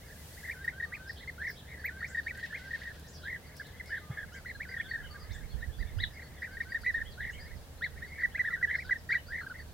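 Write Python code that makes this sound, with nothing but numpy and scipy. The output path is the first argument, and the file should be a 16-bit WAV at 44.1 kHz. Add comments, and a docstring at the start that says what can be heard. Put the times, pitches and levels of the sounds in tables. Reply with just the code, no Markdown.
"""Bee-eaters around a perch in open country, in stereo; each note is a gliding whistle through one throat
resonance. They open with rolling phrases and trills over steady hiss, a distant engine, the far colony,
sparrows and songbirds. Feathers rustle near 2.6 s and a light knock thuds at 4.1 s. From 5 s wind nudges
the right microphone while the calls thin to lone peeps and trills. The rolls return, and four loud yelps
come between 8 and 9 s."""
import sys
import numpy as np
from scipy import signal
from scipy.fft import rfft, irfft, next_fast_len
from scipy.io import wavfile
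from scipy.ndimage import uniform_filter1d

SR = 44100
rng = np.random.default_rng(int(sys.argv[2]) if len(sys.argv) > 2 else 0)


def digitize_waveform(pressure):
    """Quantize a signal to 16-bit integers and store it at the path in sys.argv[1].

    Rows of a 2-D input are taken as channels; values are limited to [-1, 1].
    """
    field = np.atleast_2d(pressure).T
    bounded = np.clip(field, -1, 1)
    quanta = np.round(bounded * 32767).astype(np.int16)
    wavfile.write(sys.argv[1], SR, quanta)


N = 429093
TIME = np.arange(N) / SR
THROAT_HZ, THROAT_HALF_WIDTH_HZ = 1907, 155
DROOP_HZ = 441.3  # sag at the ends of an arched note
PEEP_RISE_S, PEEP_FALL_S = .038, .032


def bee_eaters(ground_db=-10):
    """The birds close to the microphones: direct sound, a bounce off the ground and scatter."""
    tone, overtones = rolls() + lone_peeps() + yelps() + lone_pips() + trills()
    # the bounce reaches the two microphones at different moments
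    bounce = np.array([np.roll(tone, int(lag_s * SR)) for lag_s in (.0043, .0056)])
    fundamental = outdoors(tone, t60=.25, wet_db=-18) + undb(ground_db) * bounce
    # overtones are beamed away from the microphones, so more of them arrives as scatter
    return fundamental + undb(-.5) * outdoors(overtones, t60=.15, wet_db=-2)


def rolls(pip_s=.019, pip_hz=1877, overlap_s=.008, answer_s=.21):
    """Phrases in which a peep sinks into a soft slide and ends in one or two pips."""
    phrases = [(.519, 2360, .132, -36.5, -35, -28), (.699, 2170, .108, -35, -32.5, -31),
               (.952, 2500, 0.15, -35, -33.5, None), (1.873, 2480, 0.14, -30.5, -37.5, -33),
               (2.054, 2336, 0.1, -34, -30, -27.5), (2.295, 2500, .116, -28.5, -45, -34.5),
               (2.564, 2405, 0.15, -33, -33.5, -31.5), (4.632, 2424, 0.14, -33.5, -34, -27.5),
               (4.817, 2310, .101, -37.5, -31, -32), (6.447, 2535, 0.13, -35, -36, -28),
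               (6.628, 2320, 0.1, -38.5, -33, -28.5), (8.813, 2490, .15, -33.5, -35, None)]
    voice = np.zeros((2, N))
    for s, top_hz, wait, peep_db, pip_db, closing_db in phrases:
        add(voice, s - PEEP_RISE_S, peep(top_hz, peep_db, overtone_db=-28.5, fade_db=13.5, roundness=1.2))
        slide_start = s + PEEP_FALL_S - overlap_s
        pip_start = s + wait - pip_s / 2
        add(voice, slide_start, slide(pip_start - slide_start, from_hz=1480, to_hz=1610, db=-46))
        add(voice, pip_start, pip(pip_s, pip_hz, pip_db))
        if closing_db is not None:
            # a roll that is answered at once clips its closing pip short
            answered = any(0 < other[0] - s < answer_s for other in phrases)
            length, hz = (pip_s, pip_hz) if answered else (.038, 1869)
            add(voice, s + wait + .034 - length / 2, pip(length, hz, closing_db))
    return voice


def yelps(yelp_s=.031, grace_s=.011, lead_s=.025):
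    """Loud clipped calls, each led by a tiny grace note."""
    # centre t/s, level/dB, grace note level/dB
    calls = [(8.246, -22.5, -35.5), (8.407, -22.5, -36), (8.641, -21.5, -36), (8.922, -23, -29)]
    voice = np.zeros((2, N))
    for s, db, grace_db in calls:
        add(voice, s - lead_s - grace_s / 2, pip(grace_s, top_hz=1662, db=grace_db))
        add(voice, s - yelp_s / 2, pip(yelp_s, top_hz=1986, db=db, overtone_db=-38.5))
    return voice


def trills(slurred_s=.11):
    """Wavering calls, a few of them entered by a rising slur."""
    # plain trills: centre t/s, length/s, f/Hz, level/dB
    plain = [(0.113, .06, 1780, -51), (.475, .094, 1980, -41), (2.398, 0.11, 1906, -47),
             (2.531, 0.09, 1790, -41), (2.866, 0.12, 1873, -40.5), (3.943, 0.1, 1783, -34),
             (4.206, 0.091, 1770, -37), (4.364, .1, 1558, -46.5), (4.486, 0.076, 1915, -40.5),
             (4.728, 0.079, 2034, -40), (4.983, 0.097, 1720, -43.5), (5.393, 0.12, 1764, -51.5),
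             (6.2, 0.08, 2110, -46), (6.455, 0.054, 1993, -38), (7.005, .051, 1800, -35),
             (8.212, 0.068, 1990, -37.5), (8.467, 0.057, 1835, -27), (8.537, 0.087, 1936, -37),
             (8.727, 0.089, 1914, -28.5), (9.583, 0.1, 2017, -45.5)]
    # slurred trills: start t/s, level/dB
    slurred = [(1.378, -34), (3.232, -35), (7.172, -35.5), (9.282, -36)]
    voice = np.zeros((2, N))
    for s, length, hz, db in plain:
        add(voice, s - length / 2, trill(length, hz, db))
    for s, db in slurred:
        add(voice, s, slide(.048, from_hz=1390, to_hz=1806, db=db - 2))
        add(voice, s + .087 - slurred_s / 2, trill(slurred_s, pitch_hz=1966, db=db))
    return voice


def lone_peeps():
    """Single peaked notes between the phrases."""
    # top t/s, top f/Hz, level/dB, overtone level/dB relative to the note
    notes = [(.396, 2180, -51, -28), (1.225, 2160, -47, -16), (5.331, 2350, -51.5, -6),
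             (5.643, 1930, -40.5, -36), (5.817, 2090, -48, -16), (6.022, 2176, -31.5, -2.5),
             (6.872, 2480, -33, -26), (7.53, 2130, -51, -27), (7.847, 2120, -30.5, -17.5),
             (7.99, 2120, -47, -30), (8.045, 2060, -39, -24), (8.379, 2480, -35, -30),
             (9.138, 2340, -27.5, -23)]
    voice = np.zeros((2, N))
    for s, top_hz, db, overtone_db in notes:
        add(voice, s - PEEP_RISE_S, peep(top_hz, db, overtone_db, fade_db=7.5, roundness=1.3))
    return voice


def lone_pips():
    """Single smooth arches, crowding together towards the end."""
    # centre t/s, length/s, top f/Hz, level/dB
    notes = [(1.288, 0.03, 2096, -36.5), (3.609, 0.026, 1698, -35.5), (3.806, 0.018, 2068, -35.5),
             (4.559, .026, 1646, -44), (5.054, 0.031, 1637, -46), (5.159, 0.033, 1640, -46.5),
             (6.888, 0.055, 2000, -24.5), (6.969, .059, 1857, -28.5), (8.133, 0.033, 2156, -43),
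             (8.515, 0.038, 1390, -44), (8.545, .035, 1921, -28.5), (8.6, 0.077, 1535, -43.5),
             (8.69, 0.036, 1730, -33.5), (9.112, 0.046, 1905, -30), (9.142, .017, 1590, -32.5),
             (9.163, 0.038, 1910, -30.5), (9.418, 0.016, 1380, -42.5), (9.441, 0.021, 1530, -40),
             (9.473, 0.021, 1596, -37), (9.513, 0.033, 1518, -36.5)]
    voice = np.zeros((2, N))
    for s, length, top_hz, db in notes:
        add(voice, s - length / 2, pip(length, top_hz, db))
    return voice


def peep(top_hz, db, overtone_db, fade_db, roundness, foot_hz=1349, cling=.4, reach_hz=260):
    """A sweep up to a point and down; it lingers at the throat resonance and fades on the fall."""
    u = np.r_[np.linspace(-1, 0, int(PEEP_RISE_S * SR)), np.linspace(0, 1, int(PEEP_FALL_S * SR))]
    hz = top_hz - (top_hz - foot_hz) * abs(u) ** roundness
    hz -= cling * (hz - THROAT_HZ) * np.exp(-((hz - THROAT_HZ) / reach_hz) ** 2)
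    effort = np.sqrt(1 - u ** 2) * undb(-fade_db * np.sqrt(np.maximum(u, 0)))
    return syrinx(hz, effort, db, overtone_db, jitter=.031, shimmer_db=4.5)


def pip(length, top_hz, db, overtone_db=-30, tilt_hz=-55, scoop=.59, attack_s=.00356):
    """An arch of pitch that starts abruptly, leans downwards and dies away."""
    t = np.arange(int(length * SR)) / SR
    u = 2 * t / length - 1
    hz = top_hz + tilt_hz * u - DROOP_HZ * abs(u) ** 3 * np.where(u < 0, scoop, 1)
    effort = np.minimum(t / attack_s, 1) ** 2 * (1 - np.maximum(u, 0) ** 3)
    return syrinx(hz, effort, db, overtone_db, jitter=.012, shimmer_db=1.5)


def trill(length, pitch_hz, db, stumble=1.5, hurry_per_db=.05):
    """An arch whose stumbling waver is quicker in loud calls and deeper in high ones."""
    u = np.linspace(-1, 1, int(length * SR))
    wavers_per_s = 58 * np.exp(hurry_per_db * (db + 34))
    waver = np.cos(np.pi * wavers_per_s * length * u + stumble * walk(69.1, len(u)))
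    depth_hz = (107.4 + .26 * (pitch_hz - THROAT_HZ)) * undb(2 * walk(60.6, len(u)))
    hz = pitch_hz - DROOP_HZ * u ** 4 + depth_hz * waver
    return syrinx(hz, np.sqrt(1 - u ** 6), db, overtone_db=-30.5, jitter=.0325, shimmer_db=3.5)


def slide(length, from_hz, to_hz, db, swell_db=3):
    """A soft rising tone that swells."""
    u = np.linspace(-1, 1, int(length * SR))
    effort = (1 - u ** 8) * undb(swell_db * u / 2)
    return syrinx(np.linspace(from_hz, to_hz, len(u)), effort, db)


def syrinx(hz, effort, db, overtone_db=-27, third_db=-40, jitter=.015, shimmer_db=2.24):
    """One note as rows (fundamental, overtones); it flares where its pitch crosses the throat resonance."""
    phase = phase_of(hz * (1 + jitter * walk(500, len(hz))))
    envelope = effort / np.hypot(1, (hz - THROAT_HZ) / THROAT_HALF_WIDTH_HZ)
    envelope = envelope / envelope.max() * undb(shimmer_db * walk(173.4, len(hz)))
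    rasp = .11 * walk(450, len(hz))
    overtones = undb(overtone_db) * np.sin(2 * phase + rasp) + undb(third_db) * np.sin(3 * phase + rasp)
    return undb(db) * envelope * np.array([np.sin(phase), overtones])


def feathers(tick_s=.0036, knock_s=.032):
    """Dry ticks, a light knock and a flickering rustle as the birds preen and one flies off."""
    # ticks of bills and twigs, and the knock: t/s, peak level/dB
    ticks = [(0.6473, -42.5), (1.1314, -50), (2.3745, -45.5), (2.9964, -45), (3.5665, -43.5), (3.669, -49),
             (3.8586, -45), (6.8165, -47)]
    knocks = [(4.102, -44.5)]
    # feathery rustle: t/s, level/dB
    rustle = [(2.1, -91), (2.3, -70), (2.6, -60.5), (2.8, -63), (3.4, -88)]
    out, t = np.zeros(N), np.arange(SR // 10) / SR
    for hits, edges_hz, decay_s in (ticks, (1200, 14700), tick_s), (knocks, (480, 1650), knock_s):
        for s, db in hits:
            burst = band(*edges_hz, len(t)) * np.exp(-t / decay_s)
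            add(out, s, undb(db) * burst / abs(burst).max())
    out += band(2300, 4830) * undb(4.5 * walk(70)) * curve(rustle)
    return outdoors(out, t60=.24, wet_db=0)


def wind(gust_db=3.5):
    """Eddies rumble mostly on the right microphone."""
    # breeze on the right: t/s, level/dB
    breeze = [(0, -81), (4.9, -53), (5.4, -42), (6.03, -39.5), (6.2, -57), (7.3, -42.5), (7.9, -52)]
    eddies = np.array([undb(-16) * band(22, 75), band(22, 75)])
    return eddies * curve(breeze) * undb(gust_db * walk(15) - 1)


def low_thumps():
    """The low thud of the light knock at 4.1 s, then soft bumps of air on the right; a cycle or two each."""
    # the knock's thud, then the air bumps: t/s, f/Hz, peak level on the right/dB, right minus left/dB
    thumps = [(4.105, 130, -30, 0.5), (5.311, 80, -27.5, 22), (5.431, 64, -33, 20), (5.549, 58.3, -25, 22),
              (5.682, 64, -27.5, 15), (5.799, 50, -24, 20), (5.976, 87, -27, 15)]
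    out, t = np.zeros((2, N)), np.arange(SR // 8) / SR
    for s, hz, db, pan_db in thumps:
        envelope = (t * hz) ** 2 * np.exp(-2 * t * hz)
        thump = envelope * (np.sin(2 * np.pi * hz * t) + .11 * band(54, 157, len(t)))
        add(out, s - 1 / hz, undb([[db - pan_db], [db]]) * thump / abs(thump).max())
    return out


def sparrows():
    """Raspy chirps from far away, and two very high squeaks close by."""
    # rising calls and two-part chirrups: t/s, level/dB
    upsweeps = [(2.06, -56), (3.06, -57.5), (4.318, -60.5), (5.309, -58), (7.291, -62)]
    chirrups = [(1.071, -53), (1.47, -54), (3.13, -54.5), (3.549, -57.5), (3.86, -58), (8.75, -59)]
    # thin squeaks: start t/s, length/s, first f/Hz, last f/Hz, level/dB
    squeaks = [(1.49, .036, 14200, 15300, -52), (1.842, 0.036, 15300, 13400, -45.5)]
    far, near = np.zeros(N), np.zeros(N)
    for s, db in upsweeps:
        add(far, s, undb(db) * chirp([3700, 7000, 7500]))
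    for s, db in chirrups:
        add(far, s, undb(db) * chirp([4900, 5200, 4500]))
        add(far, s + .085, undb(db - .5) * chirp([3100, 3900, 3400]))
    for s, length, first_hz, last_hz, db in squeaks:
        n = int(length * SR)
        hz = np.linspace(first_hz, last_hz, n) * (1 + .022 * walk(1500, n))
        add(near, s, undb(db) * np.hanning(n) * np.sin(phase_of(hz)))
    return outdoors(far, t60=.33, wet_db=.5) + near


def chirp(pitches_hz, length=.057, rasp=.077):
    """A sparrow's rough whistle, bent through three pitches that vary from call to call."""
    u = np.linspace(0, 1, int(length * SR))
    bends_hz = pitches_hz * (1 + .0298 * rng.standard_normal(3))
    hz = np.interp(u, [0, .5, 1], bends_hz) * (1 + rasp * walk(600, len(u)))
    return 2 * np.sqrt(u * (1 - u)) * np.sin(phase_of(hz))


def colony(count=420):
    """Many far bee-eaters; distance smears their arched notes into a murmur."""
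    # chatter at the microphones: t/s, level/dB
    chatter = [(0, -62.5), (1.6, -69), (1.75, -49.5), (1.9, -58.5), (2.95, -53.5), (3.1, -61), (4.3, -57.5),
               (5.1, -62), (7.1, -61.5), (7.45, -53), (7.65, -76), (8.2, -53), (9.7, -109.5)]
    notes = np.zeros(N)
    for when, span, pitch, faintness in rng.random((count, 4)):
        u = np.linspace(-1, 1, int((.035 + .0659 * span) * SR))
        hz = 1600 + 650 * pitch - DROOP_HZ * u ** 2
        add(notes, when * TIME[-1], syrinx(hz, 1 - u ** 2, db=-8 * faintness, jitter=.028)[0])
    return unit(outdoors(notes, t60=.36, wet_db=-6.5)) * curve(chatter)


def far_birds(count=110, rasp=.021, sweep=.45):
    """Songbirds twitter in short, mostly falling notes; low whistles come from further off."""
    # twitter: t/s, level/dB
    twitter_levels = [(0, -74.5), (4.3, -72.5), (4.9, -60), (5.5, -69), (6.5, -70.5), (7.2, -59.5),
                      (7.9, -78), (8.9, -65.5), (9.7, -71.5)]
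    # low sagging whistles: start t/s, length/s, level/dB
    whistles = [(.8, 0.224, -64), (3.985, 0.218, -61), (5.073, 0.188, -58.5)]
    twitter, low = np.zeros(N), np.zeros(N)
    for k, (when, span, pitch, size) in enumerate(rng.random((count, 4))):
        u = np.linspace(-1, 1, int(.033 * (1 + span) * SR))
        glide = 1 + (size - .75) * u * sweep - .094 * u ** 2
        hz = (3000 + 2200 * pitch) * (glide + rasp * walk(600, len(u)))
        note = (.5 + size) * (1 - u ** 2) * np.sin(phase_of(hz))
        add(twitter, (k + when) / count * TIME[-1], note)
    for s, length, db in whistles:
        u = np.linspace(-1, 1, int(length * SR))
        add(low, s, syrinx(1190 + 110 * u ** 2, 1 - u ** 4, db, jitter=.027)[0])
    return outdoors(curve(twitter_levels) * unit(twitter) + low, t60=.23, wet_db=.5)


def engine():
    """A distant engine drones; each of its lines wavers in pitch and level."""
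    # engine lines: f/Hz, level/dB
    lines = [(75, -55), (149, -66.5), (305, -82.5), (608.5, -78.5)]
    drone = np.zeros(N)
    for hz, db in lines:
        amplitude = np.sqrt(2) * undb(db + 2 * walk(7.2))
        drone += amplitude * np.sin(phase_of(hz + 3 * walk(9)))
    return drone


def air(mid_db=-52):
    """Steady rumble and hiss of open country, alike on both microphones in the bass."""
    # still air: f/Hz, relative level/dB
    spectrum = [(15, -47), (25, -8.5), (55, -2), (82, 0), (156, -4.5), (349, -16.5), (457, -12),
                (1170, -24), (1450, -23.5), (1710, -21), (1950, -28.5), (2560, -29), (3630, -29),
                (7300, -33.5), (15500, -34)]
    # stereo width: f/Hz, side minus mid/dB
    width = [(40, -49), (120, -13), (400, -8.5), (1500, -2.5), (4000, 1.5), (12000, 0)]
    mid, side = (colour(rng.standard_normal(N), spectrum) for _ in range(2))
    side = colour(side, width)
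    return np.array([mid + side, mid - side]) / mid.std() * undb(mid_db + .1 * walk(1.5))


def bright_hiss():
    """A bright hiss that swells and dies away within the first second."""
    # t/s, level/dB
    swell = [(0, -62), (.2, -56.5), (.35, -54), (.5, -56), (.8, -81)]
    return np.array([band(1700, 16000), band(2100, .45 * SR)]) * curve(swell)


def outdoors(x, t60, wet_db):
    """Direct sound plus diffuse scatter from banks and trees, different on each side."""
    t = np.arange(SR // 2) / SR
    tail = rng.standard_normal((2, len(t))) * undb(-60 * t / t60) * (1 - np.exp(-t / .00067))
    tail /= np.sqrt(np.sum(tail ** 2, axis=1, keepdims=True))
    return x + undb(wet_db) * signal.fftconvolve(x[None], tail, axes=1)[:, :N]


def undb(db):
    """Decibels to gain."""
    return 10 ** (np.asarray(db) / 20)


def unit(x):
    """Scale to rms 1."""
    return x / np.sqrt(np.mean(x ** 2))


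def phase_of(hz):
    """Running phase of a gliding pitch."""
    return 2 * np.pi * np.cumsum(hz) / SR


def curve(rows):
    """Gain over time from rows of t/s, level/dB."""
    return undb(np.interp(TIME, *np.transpose(rows)))


def add(track, s, sound):
    """Mix a sound in at s seconds."""
    i = max(int(s * SR), 0)
    track[..., i:i + sound.shape[-1]] += sound[..., :N - i]


def walk(rate, size=N):
    """Smooth random wander, rate steps a second, with a spread near 1."""
    k = max(int(SR / rate), 1)
    steps = np.repeat(rng.standard_normal(size // k + 1), k)
    return 1.22 * uniform_filter1d(steps, k)[:size]


def band(lo_hz, hi_hz, size=N):
    """Noise between two edges, rms 1."""
    sos = signal.butter(2, [lo_hz, hi_hz], "band", fs=SR, output="sos")
    return unit(signal.sosfilt(sos, rng.standard_normal(size)))


def colour(x, points):
    """Shape a spectrum by rows of f/Hz, level/dB."""
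    n = next_fast_len(N)
    hz, db = np.transpose(points)
    bins_hz = np.arange(n // 2 + 1) * SR / n
    gain = undb(np.interp(np.log(bins_hz + 1), np.log(hz), db))
    return irfft(rfft(x, n) * gain, n)[:N]


def scene():
    """Everything that reaches the two microphones."""
    birds = bee_eaters() + colony() + sparrows() + far_birds() + feathers()
    return birds + wind() + low_thumps() + air() + engine() + bright_hiss()


def record(dry):
    """The recorder cuts the top steeply."""
    top_hz = 15850
    return signal.sosfilt(signal.ellip(10, .1, 70, top_hz, fs=SR, output="sos"), dry)


dry = scene()
out = record(dry)
digitize_waveform(out)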